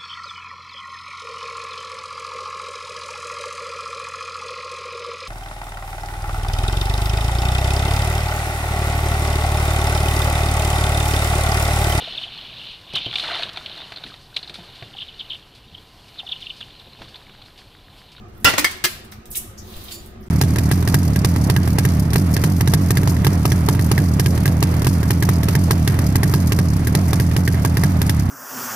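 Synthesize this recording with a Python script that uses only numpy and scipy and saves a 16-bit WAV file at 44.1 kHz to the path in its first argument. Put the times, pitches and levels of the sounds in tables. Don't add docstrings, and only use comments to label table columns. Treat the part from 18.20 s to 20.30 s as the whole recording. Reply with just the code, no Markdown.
import sys
import numpy as np
from scipy import signal
from scipy.fft import rfft, irfft
from scipy.io import wavfile
from scipy.ndimage import uniform_filter1d

SR = 44100
rng = np.random.default_rng(int(sys.argv[2]) if len(sys.argv) > 2 else 0)


def int16_out(signal):
    q = np.round(np.clip(np.atleast_2d(signal).T, -1, 1) * 32767)
    wavfile.write(sys.argv[1], SR, q.astype(np.int16))


def convert_level_to_amplitude(level_db):
    exponent = np.asarray(level_db, float) / 20
    return 10 ** exponent


N = 92610
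SIDES = np.array([[1], [-1]])


def read(points, hz):
    point_hz, value = np.transpose(points)
    return np.interp(np.log(hz + 1), np.log(point_hz + 1), value)


def evened(x):
    return x / np.sqrt(np.mean(x ** 2) + 1e-20)


def add(mix, start_s, sound):
    part = mix[:, round(start_s * SR):][:, :sound.shape[1]]
    part += sound[:, :part.shape[1]]


def coloured(x, db_of_hz):
    hz = np.fft.rfftfreq(x.shape[-1], 1 / SR)
    return evened(irfft(rfft(x) * convert_level_to_amplitude(db_of_hz(hz)), x.shape[-1]))


# freq_hz, density_db [dB per Hz]
AIR_TONE = [(12, -67), (20, -5), (81, -5), (255, -16.5), (367, -9), (422, -16), (1220, -24.5),
            (1610, -24.5), (16000, -51.5)]
# freq_hz, width_hz, gain_db
DUCT_NOTES = [(88, 33, 9), (213.6, 26, 12.5), (358.7, 15, 10), (720.7, 20, 16), (1234, 130, 8)]
# freq_hz, correlation
AIR_LIKENESS = [(60, 0.97), (240, 0.99), (950, -0.048), (3770, 0.1), (15000, -1.6)]
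# freq_hz, balance_db
AIR_BALANCE = [(60, 2.5), (240, -2), (950, -1), (3770, -3), (15000, -5)]
# centre_s, length_s, gain_db
DUCT_SWELLS = [
    (1.478, 0.091, 12),
    (2.03, 0.052, 14.5),
    (0.24, 0.049, 3.5),
]
AIR_DB = -40


def air():
    frames, hz = N // 512 + 5, np.fft.rfftfreq(2048, 1 / SR)
    a, b, c, d, patches = rng.standard_normal((frames, 1025, 5)).T
    patches = uniform_filter1d(patches, size=8, axis=0)
    patches = evened(uniform_filter1d(patches, size=5, axis=1))
    patch_db = (2.0 + 1.35 / (1 + (hz / 300) ** 2))[:, None] * patches

    tone_db = read(AIR_TONE, hz)
    for freq_hz, width_hz, gain_db in DUCT_NOTES:
        tone_db = tone_db + gain_db / (1 + (2 * (hz - freq_hz) / width_hz) ** 2)
    balance_db = np.multiply.outer([.5, -.5], read(AIR_BALANCE, hz))[..., None]

    same = np.clip(read(AIR_LIKENESS, hz), -1, 1)[:, None]
    left = a + 1j * b
    right = same * left + np.sqrt(1 - same ** 2) * (c + 1j * d)
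    z = np.array([left, right]) * convert_level_to_amplitude(tone_db[:, None] + patch_db + balance_db)

    t = np.arange(frames) * 512 / SR
    swell_db = sum(db * np.exp(-((t - s) / length_s) ** 2) for s, length_s, db in DUCT_SWELLS)
    near_note = np.exp(-((hz - DUCT_NOTES[1][0]) / 35) ** 2)
    z *= convert_level_to_amplitude(np.outer(near_note, swell_db))
    return convert_level_to_amplitude(AIR_DB) * evened(signal.istft(z, nperseg=2048, noverlap=1536)[1][:, :N])


APART = 1.7


def crack(level_db, hold_s, pan_db, rise_s, colour, grit_db=4):
    t = np.arange(4096) / SR
    noise = rng.standard_normal((3, 4096))
    grit = convert_level_to_amplitude(grit_db * evened(uniform_filter1d(rng.standard_normal(4096), size=40)))
    spray = coloured((noise[0] + APART * noise[1:]) * grit, colour)
    fall = convert_level_to_amplitude(-5 * t / hold_s - 2300 * np.maximum(t - hold_s, 0))
    return convert_level_to_amplitude(level_db - 1.5 + pan_db / 2 * SIDES) * spray * np.minimum(t / rise_s, 1) * fall


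def band(centre_hz, spread_oct):
    return lambda hz: np.maximum(-6 * (np.log2((hz + 20) / centre_hz) / spread_oct) ** 2, -45)


# start_s, level_db, centre_hz, spread_oct
BRITTLE_SNAPS = [(.011, -50, 12000, 0.69), (.031, -65, 13900, 0.54), (.058, -63, 11900, 0.88),
                 (.085, -44, 9000, 1.2), (.098, -49.5, 12300, .5), (.118, -64, 10000, .7),
                 (.133, -51, 8000, 1.1), (.138, -55, 11970, 0.39), (.150, -47, 9600, 0.19),
                 (.154, -45, 13900, .4), (.159, -50, 12470, .7), (.163, -47, 12000, 0.35),
                 (.169, -42, 10000, 1.3), (.175, -56.5, 8760, 0.94), (.179, -38, 14000, .5),
                 (.201, -42, 13500, 0.64), (.205, -52, 12000, .5), (.212, -45.5, 7000, 1.3),
                 (.219, -45.5, 11500, .6), (.229, -41.5, 9000, 1.4), (.237, -41, 12000, .7),
                 (.297, -8.5, 2600, 0.49), (0.302, -16, 3000, 0.69), (0.311, -15, 2000, .8),
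                 (.325, -14.5, 2800, 0.59), (0.344, -23, 2500, 1.1), (0.401, -7, 2950, 0.41),
                 (0.419, -26, 604, 0.68), (0.924, -27.5, 2000, 0.96), (1.065, -46, 13500, 0.34),
                 (1.176, -27, 11000, 0.5), (1.671, -34, 3500, .5), (.5115, -31, 2960, 1.1),
                 (1.494, -40, 6000, 1.3), (1.5396, -32.5, 3700, 0.37), (1.6135, -35, 3860, 0.53),
                 (1.6873, -40, 6020, 2), (1.7102, -27, 7000, 1.8)]
SNAP_S = .0012


def snaps():
    out = np.zeros((2, N))
    fade = np.exp(-np.arange(4096) / (SR * SNAP_S))
    for start_s, level_db, centre_hz, spread_oct in BRITTLE_SNAPS:
        snap = crack(level_db, SNAP_S, 0, SNAP_S / 4, band(centre_hz, spread_oct))
        add(out, start_s, snap * fade)
    return out


# start_s, level_db, crumble_s, tilt_db_per_oct, pan_db [left-right]
CLOSE_HITS = [
    (0.2451, 3.5, 0.002, -1, -7),
    (0.2491, 1, 0.0014, -5.5, 29),
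    (.253, -10.5, 0.035, -7.5, -0.5),
    (0.285, -14, 0.021, -5.5, 1),
    (0.336, -15.5, 0.0068, -9, 7.5),
    (0.379, -8.5, 0.011, -4, 4.5),
    (0.393, -10, 0.006, -1, 0.5),
    (.444, -5.5, 0.006, -4.5, 3.5),
    (.639, -11.5, 0.0074, -2, 7),
    (.648, -8, 0.0082, -2, 2.5),
]
BASS_CUT_HZ, BASS_CUT_DB_PER_OCT = 1600, 9


def close_impacts():
    out = np.zeros((2, N))
    for start_s, level_db, crumble_s, tilt_db, pan_db in CLOSE_HITS:
        def colour(hz):
            bass_cut_db = BASS_CUT_DB_PER_OCT * np.maximum(np.log2(BASS_CUT_HZ / (hz + 20)), 0)
            return tilt_db * np.log2(hz / 3000 + 0.02) - bass_cut_db
        add(out, start_s, crack(level_db, crumble_s, pan_db, 0.00077, colour))
    return out


SHARE_DB, DAMP_S = 4, .006


def ring(modes, rise_s, rattle_db, free_s, damped_db):
    t = np.arange(SR // 2) / SR
    draws = rng.random((14, 3))
    shakes = uniform_filter1d(rng.standard_normal((14, 2, len(t))), size=300)
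    shakes = uniform_filter1d(shakes, size=300)
    out = np.zeros((2, len(t)))
    for (freq_hz, level_db, t60_s), (phase, offset, share), shake in zip(modes, draws, shakes):
        db = level_db - 60 * t / t60_s + rattle_db * evened(shake[0])
        db = db + SHARE_DB * (share - 1.0) * SIDES
        turns = freq_hz * t + 0.034 * rattle_db * evened(shake[1])
        turns = turns + np.array([[phase], [phase + 0.58 * (offset - .5)]])
        out += convert_level_to_amplitude(db) * np.sin(2 * np.pi * turns)
    damping = convert_level_to_amplitude(damped_db * np.clip((t - free_s) / DAMP_S, 0, 1))
    return out * (1 - np.exp(-t / rise_s)) * damping


# freq_hz, level_db, t60_s
PLATE_MODES = [(1350, -15, .19), (1388, -6, .5), (1950, -9, .16), (1992, -5.5, 0.11), (2679, -4, 0.11),
               (2793, -4.5, 0.22), (2937, -11.5, 0.24), (2990, -14, 0.31), (3440, -19, .5), (4533, -18, .4),
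               (5280, -2.5, 0.074), (7666, -31.5, 0.054), (10470, -17, .08), (292.6, -23.5, 0.6)]
# freq_hz, level_db, t60_s
PANEL_MODES = [(299, -17, .22), (604, -19, .06), (3400, -23, .052), (2450, -20, .06), (2046, -17, .1),
               (1071, -23, .05), (250, -22, .06)]
SHEET_MODES = [(1796, -8, 0.055), (2084, -14, 0.082), (3290, -28, 0.32), (2177, -10, 0.14),
               (4970, -9.5, 0.039), (2300, -21, 0.09), (3190, -28, 0.47), (1980, -19, 0.14)]
CABINET_MODES = [(350.5, -17.5, .14), (1232, -17.5, 0.06), (1708, -16, 0.11), (2093, -17, 0.1),
                 (2830, -16.5, 0.052), (3220, -16, 0.08), (4810, -8, 0.059), (5890, -17, 0.12)]
PIN_MODES = [(10050, -40, .33), (13150, -43, .6)]
ROD_MODES = [(3550, -46, .17), (4425, -41, .45), (4770, -41, .4), (4900, -43, .3), (7095, -38, .4),
             (8040, -51, .25), (11120, -41, .2), (14330, -43, .14), (4620, -43, .4), (8974, -49, .25),
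             (9744, -48, .25), (12680, -47, .13), (7030, -42, .15), (7160, -45, .3)]
# start_s, rise_s, rattle_db, free_s [until damped], damped_db
STRIKES = [
    (.251, .004, 1.5, .038, -19),
    (.381, .003, 2, .12, -12),
    (.4435, .002, 2, .04, -10),
    (.641, .0035, 1.5, .034, -8),
    (.684, .0016, 2.5, .125, -20),
    (1.716, .004, 1.8, .095, -7),
]
# start_s, freq_hz, level_db, t60_s
DULL_THUMPS = [
    (.2463, 112, -8.5, .065),
    (.247, 392, -12.5, .032),
    (.380, 620, -22, .03),
    (.511, 200, -32, .03),
    (.640, 150, -25, .07),
]


def clangs():
    out, t = np.zeros((2, N)), np.arange(8000) / SR
    objects = (PLATE_MODES, PANEL_MODES, SHEET_MODES, CABINET_MODES, PIN_MODES, ROD_MODES)
    for modes, (start_s, *touch) in zip(objects, STRIKES):
        add(out, start_s, ring(modes, *touch))
    for start_s, freq_hz, level_db, t60_s in DULL_THUMPS:
        push = np.sin(2 * np.pi * freq_hz * t / (1 + 12 * t))
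        add(out, start_s, convert_level_to_amplitude(level_db - 60 * t / t60_s + 2 * SIDES) * push)
    return out


# start_s, level_db, crumble_s, centre_hz, spread_oct
SHARD_LANDINGS = [(1.112, -24, 0.0035, 12700, 0.95), (1.168, -16.5, 0.009, 10200, 0.57),
                  (1.741, -30, 0.0064, 8800, 1.6), (.509, -30, 0.0067, 4400, 2),
                  (0.566, -41.5, 0.0037, 10300, 2.1), (0.842, -43, 0.0082, 11900, 0.93),
                  (0.914, -37, .008, 13000, 0.54), (0.92, -33.5, 0.0015, 3330, 1.6),
                  (1.056, -34, 0.002, 9100, 2.3), (1.103, -32.5, 0.0087, 12800, 0.4),
                  (1.113, -33, 0.026, 13000, 1.34), (1.147, -31, .012, 3000, .6),
                  (1.152, -22, .013, 11000, .9), (1.372, -39.5, 0.027, 5950, .3),
                  (1.375, -48, 0.02, 11900, 0.25), (1.635, -35.5, 0.0079, 13800, 0.61),
                  (1.682, -34, 0.0041, 3460, 0.45), (1.71, -33, 0.0039, 3440, 0.6),
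                  (1.717, -32, 0.012, 8800, 1.8), (1.86, -34, 0.0022, 13100, 0.77),
                  (2.004, -56, 0.016, 12800, 0.39), (2.028, -51, 0.0038, 5400, 0.31),
                  (2.037, -44.5, 0.0014, 12400, 0.45), (2.06, -53, 0.014, 6900, 1.3)]
FAR_RISE = .3


def landings():
    out = np.zeros((2, N))
    for start_s, level_db, crumble_s, centre_hz, spread_oct in SHARD_LANDINGS:
        add(out, start_s, crack(level_db, crumble_s, 0, FAR_RISE * crumble_s, band(centre_hz, spread_oct)))
    return out


# time_s, level_db
SKID_LEVEL = [(1.4, -57.5), (1.5, -47.5), (1.56, -47), (1.63, -45.5), (1.7, -45.5), (1.76, -51.5),
              (1.85, -54), (1.95, -74)]
# freq_hz, gain_db
SKID_COLOUR = [(1000, -16), (2200, -21.5), (3800, -13), (6000, -22), (9000, -22.5), (14000, -18)]
SLIP_DB = 2


def skid():
    slips = rng.standard_normal((2, N)) * convert_level_to_amplitude(SLIP_DB * np.minimum(rng.exponential(1, N), 5))
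    flicker = evened(uniform_filter1d(rng.standard_normal(N), size=500))
    level_db = np.interp(np.arange(N) / SR, *np.transpose(SKID_LEVEL), left=-120, right=-120)
    return coloured(slips, lambda hz: read(SKID_COLOUR, hz)) * convert_level_to_amplitude(level_db + 1.8 * flicker)


def tail(t60_of_hz, gap):
    taps = np.zeros((2, SR))
    slots = np.arange(gap, SR - 20, 20)
    at = slots + rng.integers(0, 20, (2, len(slots)))
    np.put_along_axis(taps, at, rng.choice([-1., 1.], at.shape), 1)
    hz, t, z = signal.stft(taps, SR, nperseg=256)
    out = signal.istft(z * convert_level_to_amplitude(-60 * t / t60_of_hz(hz)[:, None]), SR, nperseg=256)[1]
    return out / np.linalg.norm(out[0])


# freq_hz, t60_s
ROOM_T60 = [(200, 0.61), (1000, 0.5), (3000, 0.63), (7000, 0.44), (14000, 0.33)]
NEAR_DB, NEAR_T60_S, ROOM_DB = -7, 0.096, -12.5


def workshop():
    near = tail(lambda hz: NEAR_T60_S + 0 * hz, gap=100)
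    return convert_level_to_amplitude(NEAR_DB) * near + convert_level_to_amplitude(ROOM_DB) * tail(lambda hz: read(ROOM_T60, hz), gap=500)


# freq_hz, balance_db [left-right]
PORT_BALANCE = [(60, -15), (150, 15.5), (380, 4.5), (950, -3.5), (2380, -6), (5980, 5), (15000, -7.5)]


def ports(x):
    balance_db = read(PORT_BALANCE, np.fft.rfftfreq(N, 1 / SR))
    return irfft(rfft(x) * convert_level_to_amplitude(SIDES / 2 * balance_db), N)


FAR_WET_DB, RING_WET_DB = 8.5, -9


def scene():
    close = close_impacts()
    far = landings()
    rung = clangs()
    far = far + skid()
    space = workshop()
    draught = air()
    far = far + snaps()
    sent = close + convert_level_to_amplitude(FAR_WET_DB) * far + convert_level_to_amplitude(RING_WET_DB) * rung
    wet = signal.fftconvolve(sent, space, axes=1)[:, :N]
    return ports(close + far + wet) + rung + draught


def top_cut(x):
    return signal.sosfilt(signal.butter(12, 16990, fs=SR, output="sos"), x)


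CEILING, EDGE_HZ = 0.62, 15600
END_S, END_DB = 2.085, -45


def record(dry):
    x = CEILING * np.tanh(dry / CEILING)
    lowpass = signal.firwin(255, EDGE_HZ, window=("kaiser", 8), fs=SR)
    x = signal.oaconvolve(x, lowpass[None], "same")
    x = x * np.where(np.arange(N) < END_S * SR, 1, convert_level_to_amplitude(END_DB))
    return top_cut(x)


dry = scene()
out = record(dry)
int16_out(out)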